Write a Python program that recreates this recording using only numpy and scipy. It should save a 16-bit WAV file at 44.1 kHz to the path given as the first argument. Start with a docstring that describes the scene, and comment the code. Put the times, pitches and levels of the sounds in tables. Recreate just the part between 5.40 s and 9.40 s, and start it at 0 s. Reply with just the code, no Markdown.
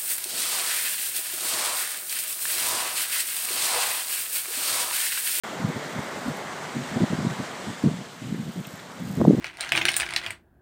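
"""Wave on a windy beach

A broken wave rolls up the sand, and the roar of its countless bubbles sinks into a thin hiss of foam.
Nearer bubbles ring in the swash among a few small splashes; fine grains, likely blown sand, tick.
Turbulent wind presses on the microphone in short gusts and sharp buffets, hardest near the end."""
import sys
import numpy as np
from scipy import signal
from scipy.fft import rfft, irfft
from scipy.io import wavfile
from scipy.ndimage import uniform_filter1d

SR = 44100
rng = np.random.default_rng(int(sys.argv[2]) if len(sys.argv) > 2 else 0)


def file_out(sig):
    """Save sig as 16-bit WAV at sys.argv[1]."""
    # one column per channel
    cols = np.atleast_2d(sig).T
    # limit, then scale
    lim = np.clip(cols, -1, 1)
    pcm = np.round(lim * 32767).astype(np.int16)
    wavfile.write(sys.argv[1], SR, pcm)


N = 176400

# Envelopes of the rolling front and of the foam: time_s, relative_level_db
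ROAR_LEVEL = [(.05, -36.5), (.6, -36), (1.15, -37), (1.75, -37), (2.1, -37), (2.35, -40), (2.55, -44),
              (2.78, -48), (3.3, -48.5), (3.44, -44), (3.64, -48), (3.9, -45.5)]
HISS_LEVEL = [(0.05, -44.5), (0.08, -44.5), (1.38, -44.5), (1.45, -43), (2.23, -44), (2.79, -50),
              (2.85, -48), (2.96, -50.5), (3.87, -50.5), (4.0, -47.5)]
# Their spectra: frequency_hz, gain_db
ROAR_SPECTRUM = [(30, -50), (70, -23), (150, -2.5), (280, -1), (420, -2), (620, -0.5), (950, -3),
                 (1500, -5.5), (2150, -7.5), (2600, -20), (4500, -38), (9000, -64)]
HISS_SPECTRUM = [(300, -29), (1000, -2), (2100, -0.5), (2600, -0.5), (3200, 2), (4200, -1.5), (5400, -4.5),
                 (6300, -4), (7900, -4), (9700, -13.5), (11500, -21), (13700, -18.5), (15400, -22)]

def white_water(roar_gain_db=1.5, hiss_gain_db=1.45):
    """Incoherent bubble sounds add up to noise: a low roar at the front, a hiss in the foam."""
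    roar = amp(roar_gain_db + curve(ROAR_LEVEL)) * churn(ROAR_SPECTRUM, patchy_db=1.25)
    hiss = amp(hiss_gain_db + curve(HISS_LEVEL)) * churn(HISS_SPECTRUM, patchy_db=.88)
    return roar + hiss


def churn(spectrum, patchy_db, flicker_db=.5):
    """A bubble cloud is noise modulated in amplitude, both in patches and across all bands at once."""
    frames = signal.stft(rng.standard_normal(N), nperseg=512, noverlap=384)[2].T
    drift = uniform_filter1d(rng.standard_normal(frames.shape), size=18, axis=0)
    patches = unit_rms(uniform_filter1d(drift, size=8, axis=1))
    flicker = unit_rms(uniform_filter1d(rng.standard_normal(len(frames)), size=7))[:, None]
    frames *= amp(patchy_db * patches + flicker_db * flicker)
    return coloured(signal.istft(frames.T, nperseg=512, noverlap=384)[1][:N], spectrum)


def bubbles(sizes=30, per_s=1400, level_db=-56.5, decay_cycles=7.9):
    """Each near bubble is a damped oscillator whose pitch rises as it rings down."""
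    t, out = np.arange(0, .04, 1 / SR), np.zeros(N)
    for hz in np.geomspace(700, 8000, sizes):
        age = t * hz / decay_cycles
        glide = 1 + .03 * np.minimum(age, 4)
        ring = np.sin(2 * np.pi * hz * t * glide) * np.exp(-age)
        out += signal.oaconvolve(impulses(per_s / sizes, spread_db=1), ring)[:N]
    foam_envelope = amp(.42 * curve(HISS_LEVEL))
    return amp(level_db) * unit_rms(out * foam_envelope)


# Puffs of spray: centre_s, level_db, centre_hz, sigma_hz, sigma_s
SPLASH_EVENTS = [(2.838, -49.5, 2500, 590, .012), (3.252, -42.5, 2820, 700, 0.0041),
                 (3.271, -46, 13600, 1300, 0.0027), (3.272, -52, 8000, 1200, .004),
                 (3.397, -46, 3600, 1300, 0.0046)]

def splashes():
    """Spray radiates bursts of band-limited noise, Gaussian in time and in frequency."""
    t, f, out = np.arange(N) / SR, np.fft.rfftfreq(N, 1 / SR), np.zeros(N)
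    for centre_s, db, hz, sigma_hz, sigma_s in SPLASH_EVENTS:
        band = gaussian(f - hz, sigma_hz)
        spray = unit_rms(irfft(rfft(rng.standard_normal(N)) * band, N))
        out += amp(db) * spray * gaussian(t - centre_s, sigma_s)
    return out


# Gusts on the microphone: start_s, length_s, level_db
GUST_EVENTS = [(0.199, 0.079, -32), (0.358, 0.018, -31), (.552, 0.058, -33), (0.86, 0.058, -29.5),
               (1.352, 0.073, -31), (1.507, 0.043, -34), (1.56, 0.018, -23), (1.602, 0.047, -23.5),
               (1.703, 0.051, -27.5), (1.785, .10, -30.5), (1.898, 0.033, -30), (1.986, 0.044, -33.5),
               (2.269, .045, -32), (2.438, 0.056, -23), (2.494, .128, -36), (2.821, 0.16, -33.5),
               (2.985, 0.052, -32), (3.057, 0.049, -33), (3.161, .052, -30), (3.601, 0.16, -33.5),
               (3.773, 0.018, -23), (3.799, 0.026, -18.5), (3.837, 0.11, -22.5), (3.972, .04, -23.5)]
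# Spectra of the low flutter and of its rough edge: frequency_hz, gain_db
FLUTTER_SPECTRUM = [(25, -46), (45, -32), (80, -16.5), (125, -3), (175, 2.5), (255, -3.5), (320, -16.5),
                    (430, -23.5), (700, -34.5), (1500, -56), (3000, -100)]
EDGE_SPECTRUM = [(30, -31), (100, 1), (220, -4), (340, 3), (500, -7.5), (800, -19), (1300, -32),
                 (2500, -55), (4000, -90)]

def gusts(breeze_db=-49, attack_s=.0094, release_s=.011, edge_db=-5, reference_db=-22.5):
    """Turbulent pressure flutters on the microphone; a rough edge grows as its amplitude squared."""
    t, power = np.arange(N) / SR, np.full(N, amp(breeze_db) ** 2)
    for start, length, db in GUST_EVENTS:
        rise = (1 + np.tanh(2 * (t - start) / attack_s)) / 2
        fall = (1 + np.tanh(2 * (start + length - t) / release_s)) / 2
        power += amp(db) ** 2 * rise * fall
    strength = np.sqrt(power)
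    flutter = coloured(rng.standard_normal(N), FLUTTER_SPECTRUM)
    local_power = uniform_filter1d(uniform_filter1d(flutter ** 2, size=1000), size=700)
    flutter /= np.sqrt(local_power + 1e-6)  # steadied, so the gusts set its level
    edge_gain = amp(edge_db) * strength / amp(reference_db)
    edge = edge_gain * coloured(rng.standard_normal(N), EDGE_SPECTRUM)
    return strength * (flutter + edge)


# Eddies striking the microphone: centre_s, peak_db, centre_hz
EDDIES = [(.250, -12.5, 150), (0.291, -21, 158), (0.301, -21.5, 176), (.594, -22.5, 194),
          (.885, -17.5, 186), (.905, -29, 178), (1.368, -15.5, 203), (1.421, -26, 170), (1.622, -16, 172),
          (1.638, -14.5, 200), (1.642, -19, 520), (1.728, -19, 328), (1.735, -11.5, 174),
          (1.790, -19.5, 190), (1.807, -21.5, 170), (1.851, -15.5, 222), (1.871, -11, 160),
          (2.003, -20, 180), (2.441, -11, 245), (2.463, -11, 190), (2.474, -11, 180), (2.516, -19.5, 190),
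          (2.542, -22.5, 173), (2.848, -23.5, 158), (2.873, -22, 159), (2.927, -19.5, 192),
          (2.947, -21, 268), (3.001, -20.5, 170), (3.093, -29, 179), (3.277, -30.5, 158), (3.341, -29, 149),
          (3.625, -24, 160), (3.707, -23, 171), (3.815, -13.5, 714), (3.852, -8, 536), (3.876, -12, 380),
          (3.882, -0.5, 217), (3.901, -4, 225), (3.909, -3.5, 297), (3.935, -9, 242), (3.950, -12, 282)]

def buffets(size=4096, low_cut_hz=85):
    """Each eddy is one pressure swing without resonance, thinned by the microphone's bass roll-off."""
    f, out = np.fft.rfftfreq(size, 1 / SR) + 1, np.zeros(N + size)
    low_cut = 1 / np.sqrt(1 + (low_cut_hz / f) ** 4)
    for centre_s, db, hz in EDDIES:
        log_width = .35 * (hz / 200) ** .17  # quicker eddies span a wider band
        band = low_cut * gaussian(np.log(f / hz), log_width)
        phasor = np.exp(2j * np.pi * rng.random())
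        swing = np.fft.fftshift(irfft(band * phasor))
        out[round(centre_s * SR) - size // 2:][:size] += amp(db) * swing / abs(swing).max()
    return out[:N]


# Envelope of the fine ticking: time_s, level_db
GRAIN_LEVEL = [(0, -59), (.6, -58), (.97, -56), (1.1, -68), (1.5, -62), (1.8, -80), (2.45, -77),
               (2.75, -64), (3.2, -56.5), (3.36, -55), (3.45, -67), (3.72, -52), (3.9, -60.5)]
# Spectrum of an impact: frequency_hz, gain_db
GRAIN_SPECTRUM = [(1500, -26), (4000, -7), (8000, 5), (10500, -3), (13500, 3), (17000, -3.5)]
# The largest grains: start_s, peak_db
LARGE_GRAINS = [(.8845, -35), (0.9715, -34), (1.5251, -37), (2.43, -38), (2.8715, -41), (3.1359, -38),
                (3.1833, -38), (3.203, -38), (3.2695, -36), (3.357, -37), (3.6861, -39), (3.7545, -35)]

def grains(per_s=1100, decay_s=.00099):
    """Random grain impacts on the microphone housing make shot noise, with a few louder ticks."""
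    out = amp(curve(GRAIN_LEVEL)) * coloured(impulses(per_s, spread_db=4.2), GRAIN_SPECTRUM)
    t = np.arange(0, .02, 1 / SR)
    for start, db in LARGE_GRAINS:
        tick = coloured(rng.standard_normal(len(t)) * np.exp(-t / decay_s), GRAIN_SPECTRUM)
        out[round(start * SR):][:len(t)] += amp(db) * tick / abs(tick).max()
    return out


def impulses(per_s, spread_db):
    """A Poisson process of clicks, a few larger than the rest."""
    clicks = (rng.random(N) < per_s / SR) * rng.choice([-1, 1], N)
    return clicks * amp(spread_db * np.minimum(rng.exponential(1, N), 4))


def coloured(x, spectrum):
    """Filtering by a gain curve on a log-frequency axis, at unit rms."""
    hz, db = np.transpose(spectrum)
    f = np.fft.rfftfreq(len(x), 1 / SR)
    gain = amp(np.interp(np.log(f + 1), np.log(hz + 1), db))
    return unit_rms(irfft(rfft(x) * gain, len(x)))


def amp(db):
    """Decibels to amplitude ratio."""
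    return 10 ** (np.asarray(db) / 20)


def unit_rms(x):
    """Normalisation to an rms of one."""
    return x / np.sqrt(np.mean(x ** 2) + 1e-20)


def curve(points):
    """Linear interpolation of (time_s, value) points."""
    return np.interp(np.arange(N) / SR, *np.transpose(points))


def gaussian(offset, sigma):
    """A bell curve of unit height."""
    return np.exp(-.5 * (offset / sigma) ** 2)


def scene():
    """Surf, wind and grains add by superposition in one channel."""
    surf = white_water() + bubbles() + splashes()
    return (surf + gusts() + buffets() + grains())[None]


def record(dry, start_s=.036, cutoff_hz=15350):
    """The sound starts after a brief silence, clipped at full scale and low-pass filtered."""
    live = np.clip(dry, -1, 1) * (np.arange(N) / SR > start_s)
    low_pass = signal.firwin(511, cutoff_hz, window=("kaiser", 9), fs=SR)
    return signal.oaconvolve(live, low_pass[None], "same")


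dry = scene()
out = record(dry)
file_out(out)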